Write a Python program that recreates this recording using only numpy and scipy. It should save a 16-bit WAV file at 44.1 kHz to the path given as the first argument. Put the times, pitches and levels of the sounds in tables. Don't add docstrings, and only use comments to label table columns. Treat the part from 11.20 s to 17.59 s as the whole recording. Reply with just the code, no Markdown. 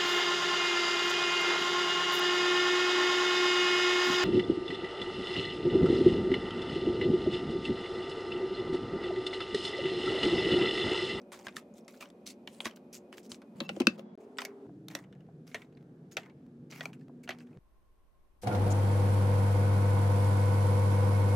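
import sys
import numpy as np
from scipy import signal
from scipy.fft import rfft, irfft, next_fast_len
from scipy.io import wavfile
from scipy.ndimage import uniform_filter1d

SR = 44100
rng = np.random.default_rng(int(sys.argv[2]) if len(sys.argv) > 2 else 0)


def master_out(mix):
    frames = np.transpose(np.atleast_2d(mix))
    ceiling = np.clip(frames, -1, 1)
    pcm = np.round(ceiling * 32767).astype(np.int16)
    wavfile.write(sys.argv[1], SR, pcm)


def voltage_ratio(decibels):
    exponent = np.asarray(decibels, float) / 20
    return 10 ** exponent


N = 281787

# start_s, end_s
STRETCHES = [
    (0, 2.352),
    (2.352, 2.96),
    (2.97, 3.468),
    (3.466, 6.39),
]
# freq_hz, density_db
TONE_CUPS = [(15, -93), (25, -56), (64, -15.5), (134, -17.5), (175, -6), (236, 3), (309, -9), (363, -6.5),
             (575, -10.5), (1130, -27.5), (1700, -38), (2480, -38), (2760, -41.5), (8140, -52),
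             (16000, -52.5)]
TONE_FRIDGE = [(15, -99), (25, -69), (206, 3), (293, -13.5), (531, -17), (1370, -35.5), (2050, -42.5),
               (3430, -49), (16000, -77.5)]
TONE_FAST = [(15, -100), (25, -48), (175, -19.5), (277, -4), (363, -25.5), (394, -5), (476, -19.5),
             (624, -19), (2000, -46), (2760, -49.5), (16000, -66)]
TONE_SLOW = [(15, -78), (25, -18), (87, -22.5), (153, -4), (200, -14), (242, -13), (317, -13), (416, -17),
             (476, -19), (575, -29.5), (714, -31), (988, -43), (1700, -45), (1940, -50.5), (16000, -69.5)]
TONE_DB = (-54.5, -49, -52.5, -53)
TONE_EXTRA_SIDE_DB = (0.053, 10, .1, 0.25)
# freq_hz, side_minus_mid_db
TONE_WIDTH = [(60, -56), (110, -53), (200, -33), (380, -20), (700, -11.5), (1290, 0), (2380, 3), (4400, -5),
              (8120, -2), (15000, 0)]
# start_s, end_s, pitch_hz, width_hz, level_db
HUMS = [
    (0, 3.1, 362, 6.7, -62.5),
    (0, 2.6, 575, 15, -67.5),
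    (0, 2.351, 2480, 110, -87),
    (2.8, 2.954, 3350, 25, -85),
    (2.353, 2.954, 208.5, 6, -56.5),
]
# start_s, end_s, lower_hz, lower_db, upper_db
MOTOR = [
    (2.976, 3.468, 397.5, -56, -59),
    (3.468, 3.84, 285.5, -58, -57),
    (3.5, 4.067, 188, -58, -70),
    (4.2, 4.626, 238, -61, -66),
    (4.626, 5.15, 237, -66, -68),
    (5.2, 5.883, 236, -58, -60),
    (5.883, 6.33, 242, -53, -63),
]

# start_s, peak_db, low_hz, high_hz, t60_s
THUDS = [(1.457, -36.5, 229, 325, 0.085), (2.117, -47, 233, 337, 0.096), (2.407, -30, 230, 325, 0.06),
         (2.503, -42, 222, 330, 0.06), (2.567, -31.5, 326, 550, 0.029), (2.6, -18.5, 248, 348, 0.058),
         (2.624, -36, 270, 325, .05), (2.668, -15, 225, 322, 0.043), (2.696, -38, 215, 310, .06),
         (3.747, -42.5, 294, 542, .085), (4.344, -37, 436, 674, 0.037), (4.969, -42, 386, 680, 0.013),
         (6.09, -40.5, 366, 655, 0.087)]
# multiple, level_db
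SQUEAK_PARTIALS = [(2, -51), (3, -65), (4, -71), (5, -68)]

# freq_hz, density_db
RUB_COLOUR = [(410, -26.5), (700, -3.5), (1460, -7.5), (1620, -10), (2240, -5), (4050, -10.5), (4730, -8.5),
              (7690, -10.5), (8990, -15.5), (13000, -18.5), (16000, -18.5)]
# freq_hz, gain_db
GLASS_RUB = [(900, -.1), (1800, -3), (2700, 2.1), (4000, .1), (6000, -3), (14000, -.1)]
FOIL_RUB = [(900, -2.1), (1500, 1.1), (2300, 1.6), (3500, -3.5), (5500, 1.1), (8000, -1.1), (14000, -.1)]
# start_s, length_s, level_db, treble_above_body_db
SLIDES = [(0.678, 0.12, -72, 2.5), (1.269, 0.12, -69.5, -2.5), (2.091, 0.063, -64, 3),
          (2.412, 0.045, -58, -13.5), (2.48, 0.28, -69, -7.5), (3.0, 0.046, -75.5, -1.5),
          (3.697, 0.067, -60, -10), (4.264, 0.073, -67, -5), (5.499, 0.13, -58.5, -8.5),
          (1.058, 0.058, -60.5, 7.5), (1.726, 0.054, -64, 11), (5.79, .05, -82, -4),
          (6.262, .105, -78, -20)]
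# start_s, length_s, first_level_db, treble_above_body_db
SETTLES = [(0.116, 0.18, -55.5, -11), (0.24, 0.15, -64, -13.5), (0.359, 0.07, -54, -6),
           (0.533, 0.055, -79, -1.5), (0.803, 0.086, -54.5, -6.5), (1.401, 0.096, -58, -7),
           (1.443, 0.1, -48, -10), (1.558, 0.02, -56.5, 0.5), (1.922, 0.045, -62, -11),
           (1.968, .04, -66, -2), (2.028, .04, -72, 4), (2.352, 0.056, -71.5, -2), (2.6, .03, -34, -20),
           (2.777, 0.04, -57, -11), (3.201, 0.12, -44.5, -20.5), (3.757, 0.09, -60.5, -16),
           (4.349, .11, -60, -13), (4.911, 0.035, -62, 5.5), (4.977, .11, -55.5, -16),
           (5.625, 0.085, -57, -13), (5.728, 0.025, -65, -8.5), (6.032, 0.021, -64, 1),
           (6.087, 0.092, -54, -13.5), (6.181, 0.052, -69, -12.5)]

# start_s, peak_db, pitch_hz
CUP_FLECKS = [(.1315, -52, 3300), (.141, -57, 5500), (.144, -56, 3620), (.172, -60, 3620),
              (.1911, -52, 6400), (.2216, -58, 3300), (.227, -60, 6450), (.244, -58, 4500),
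              (.2834, -50, 5000), (.309, -62, 7200), (.325, -58, 3600), (.357, -58, 3700),
              (.3665, -40, 3410), (.5398, -56, 6800), (.5703, -63, 7300), (.589, -65, 6800),
              (.6097, -64, 5400), (.6476, -62, 5500), (.692, -58, 7200), (.724, -61, 6000),
              (.7723, -58, 5600), (.7723, -60, 3960), (.8085, -50, 6200), (.8247, -52, 5800),
              (.856, -59, 5900), (.889, -61, 7800), (2.1177, -48, 7400), (1.07, -50, 4700),
              (1.12, -57, 4200), (1.14, -64, 6000), (1.333, -62, 6800), (1.345, -58, 9500),
              (1.414, -54, 10200), (1.562, -58, 6300), (1.73, -54, 5000), (1.741, -56, 2600),
              (1.752, -50, 4700), (1.755, -56, 7900), (1.768, -54, 2800), (1.997, -57, 9500),
              (2.033, -60, 7500), (2.101, -58, 9600)]
# start_s, peak_db, pitch_hz, t60_s
SHELF_RINGS = [(2.4037, -31, 3830, .025), (2.4037, -37, 2680, .036), (2.407, -38, 560, .08),
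               (2.4917, -34, 3050, .02), (2.4917, -36, 1380, .04), (2.493, -38, 810, .06),
               (2.493, -43, 630, .06), (2.6035, -33, 2930, .03), (2.601, -36, 1050, .05),
               (2.601, -38, 4330, .015), (2.603, -32, 560, .07), (2.603, -36, 790, .06),
               (2.6029, -25, 350, .055), (2.617, -39, 2130, .025), (2.617, -37, 2630, .025),
               (2.6701, -15, 4480, .011), (2.6701, -15, 1600, .009), (2.6701, -21, 3500, .015),
               (2.6701, -20, 3050, .018), (2.6712, -17, 2630, .022), (2.4925, -29, 2660, .03),
               (2.405, -34, 3400, .015), (2.418, -43, 2600, .03), (2.6701, -26, 5700, .012),
               (2.671, -32, 565, .08)]
# start_s, peak_db, pitch_hz, t60_s
POUCH_RINGS = [(3.171, -56, 7900, .012), (3.1775, -46, 7900, .01), (3.1851, -33, 3470, .025),
               (3.1851, -42, 7300, .015), (3.204, -46, 3560, .02), (3.204, -50, 7900, .015),
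               (3.209, -48, 7750, .02), (3.218, -37, 1022, .03), (3.218, -42, 4370, .015),
               (3.2506, -40, 4430, .02), (3.2506, -40, 9800, .01), (3.7511, -34, 5800, .014),
               (3.7511, -36, 2600, .02), (4.345, -42, 4180, .015), (4.345, -36, 656, .04),
               (4.969, -41, 1464, .03), (4.969, -33, 6100, .009), (4.969, -32, 2250, .02),
               (5.518, -54, 5900, .015), (5.524, -52, 2500, .03), (5.536, -52, 2200, .03),
               (4.921, -54, 6650, .04), (4.93, -56, 6650, .03), (4.449, -62, 3800, .01),
               (4.551, -64, 4500, .012), (4.345, -42, 5800, .012), (4.345, -33, 2150, .03),
               (5.608, -42, 4600, .012), (5.617, -52, 5500, .01), (5.6556, -40, 4530, .012),
               (5.6556, -39, 1400, .03), (5.6565, -37, 2340, .022), (5.609, -36, 2450, .02),
               (6.044, -56, 4500, .015), (6.076, -44, 2790, .025), (6.128, -52, 4500, .012),
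               (6.199, -54, 4800, .01)]

# freq_hz, density_db
CUP_COLOUR = [(290, -11), (500, -17), (621, -7.5), (784, -11.5), (1160, 0), (1870, 3), (3440, 0.5),
              (8210, -21), (10800, -22.5), (15300, -49), (16000, -33)]
SHELF_COLOUR = [(290, -32), (500, 4.5), (933, -11.5), (2650, -23), (5880, -24.5), (14700, -43),
                (16000, -44.5)]
POUCH_COLOUR = [(290, -28.5), (500, 7), (698, 12), (1050, 2), (1900, 0.5), (3340, -7), (5020, -18.5),
                (6060, -21), (9770, -37), (14700, -36), (16000, -63)]
# start_s, peak_db, mode_hz, treble_above_body_db, t60_s
CUP_KNOCKS = [(.12, -43.5, 2300, -8, 0.011), (.1314, -46.5, 1120, -15, 0.12),
              (.268, -30.5, 1640, -8.5, 0.033), (.2834, -38.5, 2430, -10, 0.037),
              (.3665, -31, 1776, 0.5, 0.029), (.3804, -45, 1240, 0, 0.04), (.6804, -46.5, 2100, 4.5, 0.065),
              (.7416, -54.5, 1420, -12, 0.058), (.8091, -44, 2460, -7, 0.083),
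              (.8247, -40.5, 2490, -10, .059), (1.4553, -27, 1144, -3, 0.026),
              (1.4674, -31, 1660, -9, 0.035), (1.928, -38, 3000, -11, 0.006),
              (2.1177, -43.5, 3100, 13, 0.033), (2.2184, -52, 1540, -4.5, 0.055)]
# start_s, peak_db, mode_hz, treble_above_body_db
RIM_CLICKS = [(.8564, -48, 2980, -13), (.902, -56, 3550, 3.5), (1.106, -57, 3570, 14),
              (1.275, -34, 2940, -7.5), (1.3466, -60, 3080, 8), (1.4044, -25.5, 3300, -13),
              (1.4474, -38, 3500, -18), (1.5107, -47.5, 3070, -5), (1.5706, -48.5, 1550, -20),
              (1.9814, -38, 3070, -5), (2.1448, -46.5, 2850, 3.5)]
# start_s, peak_db
LID_CRACKLES = [(.0164, -74), (.191, -66), (.5404, -83), (.6474, -79), (.8884, -80), (1.067, -54),
                (1.0744, -50), (1.5624, -79), (1.7298, -61), (1.7517, -58), (2.0302, -76), (2.099, -87)]
# start_s, peak_db, mode_hz, treble_above_body_db, t60_s
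SHELF_TAPS = [
    (2.4038, -26, 3400, -13.5, 0.032),
    (2.4919, -26, 2660, -17, 0.038),
    (2.5648, -46.5, 3140, -2.7, 0.033),
    (2.6015, -31, 2930, -3, 0.03),
    (2.6172, -35.5, 2547, -12.5, 0.035),
    (2.6701, -10.5, 2630, -9, 0.019),
    (2.7802, -61, 1250, -21, 0.034),
    (2.7941, -47, 2830, -6.5, 0.025),
]
# start_s, peak_db, mode_hz, treble_above_body_db, t60_s
POUCH_KNOCKS = [(3.1715, -49, 2970, -10, 0.019), (3.1851, -28, 1310, -4, 0.076),
                (3.218, -33.5, 2440, -0.5, 0.039), (3.2506, -34, 2117, 5.5, 0.046),
                (3.6842, -44, 3600, 9, .02), (3.7125, -50.5, 1760, 1, .071), (3.7511, -27, 1920, 0, 0.036),
                (3.7888, -48.5, 1940, 2, .03), (4.2768, -54.5, 4750, 3, .024),
                (4.345, -29.5, 1912, -6.5, 0.079), (4.9197, -53.5, 6650, -8.5, 0.04),
                (4.969, -25, 1950, -6, 0.055), (5.5124, -54, 2220, 11, .028), (5.5221, -43, 2220, -8, 0.14),
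                (5.6081, -29.5, 1950, -9.5, 0.041), (5.6556, -29, 2370, -6, 0.027),
                (6.0375, -63, 1543, -1, .032), (6.0764, -38.5, 1490, -19, 0.088),
                (6.0916, -24, 1950, -12, 0.03), (6.1061, -32, 2250, -10, 0.074),
                (6.1867, -56, 1540, 3.5, 0.021)]
# start_s, peak_db, mode_hz
POUCH_TICKS = [(3.8397, -54.5, 2920), (3.9265, -51.5, 2940), (3.9514, -61.5, 1690), (4.0053, -60, 2930),
               (4.3155, -50.5, 2160), (4.4192, -44.5, 2070), (4.5256, -62.5, 1950), (4.572, -55.5, 2180),
               (4.609, -63, 1277), (5.0326, -49.5, 2060), (5.0599, -51, 2175), (5.098, -56, 2280),
               (5.7314, -47, 2590), (5.8104, -60, 1780), (6.2048, -49, 2640), (6.2706, -62.5, 2500),
               (6.3294, -65, 2520)]
# start_s, peak_db
BUMPS = [
    (3.493, -73.5),
    (4.0871, -74),
    (5.8944, -75),
]
# [mode_hz, [treble_above_body_db,]] t60_s
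CLICK = (0.023,)
CRACKLE = (5850, 16.5, 0.037)
TICK = (-11.5, 0.048)
BUMP = (1640, -25.5, 0.028)

CUTS = [.528, 1.057, 1.722, 2.351, 4.067, 4.626, 5.264, 5.883, 6.373]
# start_s, gap_s
LONG_CUT = (2.954, .022)
# start_s, peak_db
SPLICE_TICKS = [
    (2.952, -54),
    (4.626, -60),
    (4.63, -62),
    (5.264, -58),
    (5.883, -58),
]
CUT_S = 0.0015


def along(table, hz):
    table_hz, values = np.transpose(table)
    return np.interp(np.log(np.maximum(hz, 1)), np.log(table_hz), values)


def unit(x):
    return x / np.sqrt(np.mean(x ** 2) + 1e-18)


def walk(size, rate_hz):
    hold = int(SR / rate_hz)
    steps = np.repeat(rng.standard_normal(size // hold + 1), hold)
    return 1.6 * uniform_filter1d(uniform_filter1d(steps, hold), hold)[:size]


def taper(n, ramp_s):
    k = np.arange(n)
    return np.minimum(np.minimum(k, n - k) / (ramp_s * SR), 1)


def stereo(mid, side):
    return np.array([mid + side, mid - side])


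def balance(left_db):
    return voltage_ratio([[left_db / 2], [-left_db / 2]])


def add(out, start_s, x):
    i = int(round(start_s * SR))
    n = min(x.shape[1], N - i)
    out[:, i:i + n] += x[:, :n]


def causal(gain):
    cepstrum = irfft(np.log(gain + 1e-9))
    half = cepstrum.shape[-1] // 2
    cepstrum[..., 1:half] *= 2
    cepstrum[..., half + 1:] = 0
    return np.exp(rfft(cepstrum))


def room_tone():
    out = np.zeros((2, N))
    colours = (TONE_CUPS, TONE_FRIDGE, TONE_FAST, TONE_SLOW)
    for (start_s, end_s), db, side_db, colour in zip(STRETCHES, TONE_DB, TONE_EXTRA_SIDE_DB, colours):
        n = int((end_s - start_s) * SR) + 1
        size = next_fast_len(n)
        hz = np.fft.rfftfreq(size, 1 / SR)
        noise = rfft(rng.standard_normal((2, size))) * voltage_ratio(along(colour, hz))
        noise /= 1 + (hz / 14300) ** 40
        noise[1] *= voltage_ratio(np.minimum(along(TONE_WIDTH, hz) + side_db, 0))
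        octave = np.log2(np.clip(hz, 40, 10240) / 40)
        flickering = np.zeros((2, n))
        for k in range(9):
            band = irfft(noise * np.maximum(1 - abs(octave - k), 0), size)[:, :n]
            flickering += band * voltage_ratio(2.4 * 0.8 ** k * walk(n, 6))
        mid, side = flickering / irfft(noise[0], size).std()
        add(out, start_s, voltage_ratio(db) * taper(n, 0.00024) * stereo(mid, side))
    return out


def line(start_s, end_s, hz, width_hz):
    n = int((end_s - start_s) * SR)
    waver = 1 + 0.34 * (walk(n, width_hz) + 1j * walk(n, width_hz))
    carrier = np.exp(2j * np.pi * (hz * np.arange(n) / SR + rng.random()))
    return unit(np.real(waver * carrier)) * taper(n, 0.0068) * np.ones((2, 1))


def hums():
    out = np.zeros((2, N))
    for start_s, end_s, hz, width_hz, db in HUMS:
        add(out, start_s, voltage_ratio(db) * line(start_s, end_s, hz, width_hz))
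    ratio, width_hz = 1.107, 4.0
    for start_s, end_s, hz, low_db, high_db in MOTOR:
        add(out, start_s, voltage_ratio(low_db) * line(start_s, end_s, hz, width_hz))
        add(out, start_s, voltage_ratio(high_db) * line(start_s, end_s, ratio * hz, width_hz))
    return out


def kitchen(x):
    level_db, t60_s, treble_t60_s, top_hz = -18.5, 0.12, 0.14, 6120
    t = np.arange(int(0.4 * SR)) / SR
    common, left, right = rng.standard_normal((3, len(t)))
    tail = common + 1.1 * np.array([left, right])
    tail *= voltage_ratio(-60 * t / t60_s) * (1 - np.exp(-t / 0.0053))
    dull = signal.lfilter(*signal.butter(1, top_hz, fs=SR), tail)
    tail = dull + (tail - dull) * voltage_ratio(-60 * t / treble_t60_s)
    tail /= np.sqrt((tail ** 2).sum(1, keepdims=True))
    tail = signal.lfilter(*signal.butter(2, 450, "high", fs=SR), tail)
    return voltage_ratio(level_db) * signal.fftconvolve(x, tail, axes=1)[:, :N]


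def thuds():
    rise_cycles = 2.6
    counter_hz, counter_db, counter_t60_s = 103, -50.5, 0.09
    out, t = np.zeros((2, N)), np.arange(int(0.25 * SR)) / SR
    counter = np.sin(2 * np.pi * counter_hz * t) * voltage_ratio(counter_db - 60 * t / counter_t60_s)
    for start_s, db, low_hz, high_hz, t60_s in THUDS:
        rise_s = rise_cycles / low_hz
        ring = np.sin(2 * np.pi * low_hz * t)
        ring += 1.3 * np.sin(2 * np.pi * high_hz * t) * voltage_ratio(-25 * t / t60_s)
        swell = 1 - np.exp(-(t / rise_s) ** 2)
        ring *= voltage_ratio(db - 60 * t / t60_s) * swell * voltage_ratio(60 * rise_s / t60_s)
        ring += counter
        add(out, start_s, stereo(ring, 0.1 * ring))
    return out


def squeak():
    start_s, end_s, pitch_hz = 2.432, 2.474, 1340
    out = np.zeros((2, N))
    for multiple, db in SQUEAK_PARTIALS:
        tone = line(start_s, end_s, multiple * pitch_hz, 66)
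        rise = np.linspace(0, 1, tone.shape[1])
        add(out, start_s, voltage_ratio(db) * tone * rise * np.minimum(8 * (1 - rise), 1))
    return out


def strokes():
    rubs = [(s, s + length_s, db, db - 2, treble_db) for s, length_s, db, treble_db in SLIDES]
    for s, length_s, db, treble_db in SETTLES:
        fall_db = 11.5 + 1.08 * (db + 60)
        rubs.append((s, s + length_s, db, db - fall_db, treble_db))
    return rubs


def rubbing(grain_db, hiss, patchy_db):
    t, size = np.arange(N) / SR, next_fast_len(N)
    slips_per_s, attack_s, release_s = 1600, 0.0066, 0.04
    slips = rng.random(N) < slips_per_s / SR
    slips = slips * voltage_ratio(grain_db * np.minimum(rng.exponential(size=N), 3))
    slips = uniform_filter1d(slips, 24)

    gains = np.zeros((2, N))
    for start_s, end_s, start_db, end_db, treble_db in strokes():
        span = slice(int(start_s * SR), int((end_s + release_s) * SR))
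        db = np.interp(t[span], [start_s, end_s, end_s + release_s], [start_db, end_db, end_db - 25])
        grip = np.minimum((t[span] - start_s + 1 / SR) / attack_s, 1)
        bright_db = db + treble_db + 0.95 * (db - (start_db + end_db) / 2)
        gains[:, span] += grip * voltage_ratio([db, bright_db])
    body = gains[0]
    bright = (gains[1] + 1e-9) / (body + 1e-9)

    hz = np.fft.rfftfreq(size, 1 / SR)
    shake = rng.standard_normal((2, N)) * (hiss + unit(slips)) * voltage_ratio(1.2 * walk(N, 60))
    colour = rfft(shake, size) * voltage_ratio(along(RUB_COLOUR, hz)) * hz ** 2 / (hz ** 2 + 900 ** 2)
    third = 3 * np.log2(np.clip(hz, 900, 14400) / 900)
    scale = irfft(colour[0] * (third < 7), size).std()
    material = np.searchsorted([STRETCHES[1][0], STRETCHES[2][0]], t)
    out = np.zeros((2, N))
    for k in range(13):
        band = irfft(colour * np.maximum(1 - abs(third - k), 0), size)[:, :N]
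        centre_hz = 900 * 2 ** (k / 3)
        material_db = np.array([0, along(GLASS_RUB, centre_hz), along(FOIL_RUB, centre_hz)])
        tilt = bright ** np.clip((k - 3.5) / 5.5, -0.8, 0.7)
        out += band * voltage_ratio(material_db)[material] * tilt * voltage_ratio(patchy_db * walk(N, 22))
    return body / scale * stereo(out[0], 0.39 * out[1])


def rings(table, side, left_db):
    rise_cycles = 1.3
    out, t = np.zeros((2, N)), np.arange(int(0.1 * SR)) / SR
    for (start_s, db, hz, t60_s), (split, turn) in zip(table, rng.random((len(table), 2))):
        fade = voltage_ratio(db - 60 * t / t60_s) * (1 - np.exp(-(t * hz / rise_cycles) ** 2))
        port_phase = side * (turn - 0.5) * min(hz / 2000, 1) * np.array([[1], [-1]])
        phase = 2 * np.pi * hz * t + port_phase
        pair = np.sin(phase) + 0.4 * np.sin(phase * (1.02 + 0.03 * split))
        add(out, start_s, fade * pair)
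    return out * balance(left_db)


def contacts(table, low_db, follow=0.89, kind=()):
    rows = []
    for row in table:
        start_s, db, hz, treble_db, t60_s = tuple(row) + tuple(kind[len(row) - 5:])
        bass_db = low_db - 40 + follow * (db + 40)
        rows.append((start_s, db, hz, bass_db, db + treble_db, t60_s))
    return rows


def taps(table, colour, side_db, left_db, chatter_s):
    out, n = np.zeros((2, N)), 4096
    t, hz = np.arange(n) / SR, np.fft.rfftfreq(n, 1 / SR)
    low = 1 / (1 + (hz / 1200) ** 6)
    high = 1 / (1 + (5000 / np.maximum(hz, 1)) ** 6)
    patch_axis = np.log2(np.maximum(hz, 500) / 500)
    for start_s, body_db, peak_hz, low_db, high_db, t60_s in table:
        shake = rng.standard_normal((2, n))
        patches = rng.standard_normal((2, 24))
        bounce_size, bounce_delay = rng.random(2)
        life_s = np.clip(t60_s, 0.004, 0.08)
        patchy = np.array([voltage_ratio(2.5 * np.interp(patch_axis, np.arange(24) / 4.6, p)) for p in patches])
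        peak = 1 + 2.6 / (1 + ((hz - peak_hz) / (0.047 * peak_hz)) ** 2)
        shape = voltage_ratio(along(colour, hz)) * patchy * peak
        sound = np.zeros((2, n))
        bands = ((low, low_db, 1.5), (1 - low - high, body_db, 1.01), (high, high_db, 0.7))
        for share, db, stretch in bands:
            fade = voltage_ratio(-60 * t / (life_s * stretch)) + 1.6 * np.exp(-t / 0.00047)
            fade *= 1 - np.exp(-t / 0.000083)
            delay = int(chatter_s * SR * (0.17 + bounce_delay))
            fade += 0.5 * bounce_size * np.roll(fade, delay)
            part = irfft(rfft(shake * fade) * causal(shape * share), n)
            if share is low:
                part[1] *= 0.4
            sound += part * voltage_ratio(db) / abs(part[0]).max()
        add(out, start_s - 0.0004, stereo(sound[0], voltage_ratio(side_db) * sound[1]))
    return out * balance(left_db)


def scene():
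    cups = contacts(CUP_KNOCKS, low_db=-0.5)
    cups += contacts(RIM_CLICKS, low_db=-10.5, kind=CLICK)
    cups += contacts(LID_CRACKLES, low_db=-5, kind=CRACKLE)
    shelf = contacts(SHELF_TAPS, low_db=2.0, follow=0.3)
    pouches = contacts(POUCH_KNOCKS, low_db=-7.5)
    pouches += contacts(POUCH_TICKS, low_db=-27, kind=TICK)
    pouches += contacts(BUMPS, low_db=20, kind=BUMP)
    fleck_t60_s = 0.016
    flecks = [tuple(row) + (fleck_t60_s,) for row in CUP_FLECKS]

    handled = thuds() + squeak() + rubbing(grain_db=4.0, hiss=0.75, patchy_db=2.6)
    handled += rings(flecks, side=1.1, left_db=0.1)
    handled += rings(SHELF_RINGS, side=2.8, left_db=3.1)
    handled += rings(POUCH_RINGS, side=1.1, left_db=-0.3)
    handled += taps(cups, CUP_COLOUR, side_db=-11.5, left_db=-0.1, chatter_s=0.00081)
    handled += taps(shelf, SHELF_COLOUR, side_db=-3, left_db=2.1, chatter_s=0.0011)
    handled += taps(pouches, POUCH_COLOUR, side_db=-10.5, left_db=0.0, chatter_s=0.00072)
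    return room_tone() + hums() + kitchen(handled) + handled


def roll_off(x):
    return signal.sosfilt(signal.butter(12, 16490, fs=SR, output="sos"), x)


def record(dry):
    port_hz, top_hz = 91, 15700
    heard = signal.sosfilt(signal.butter(2, port_hz, "high", fs=SR, output="sos"), dry)
    for start_s, db in SPLICE_TICKS:
        heard[:, int((start_s + CUT_S) * SR) + 3] += voltage_ratio(db)
    keep = np.ones(N)
    for start_s, gap_s in [(s, CUT_S) for s in CUTS] + [LONG_CUT]:
        keep[int(start_s * SR):int((start_s + gap_s) * SR)] = 0
    heard = heard * uniform_filter1d(keep, size=4)
    heard = signal.sosfilt(signal.ellip(6, 0.3, 40, top_hz, fs=SR, output="sos"), heard)
    return roll_off(heard)


dry = scene()
out = record(dry)
master_out(out)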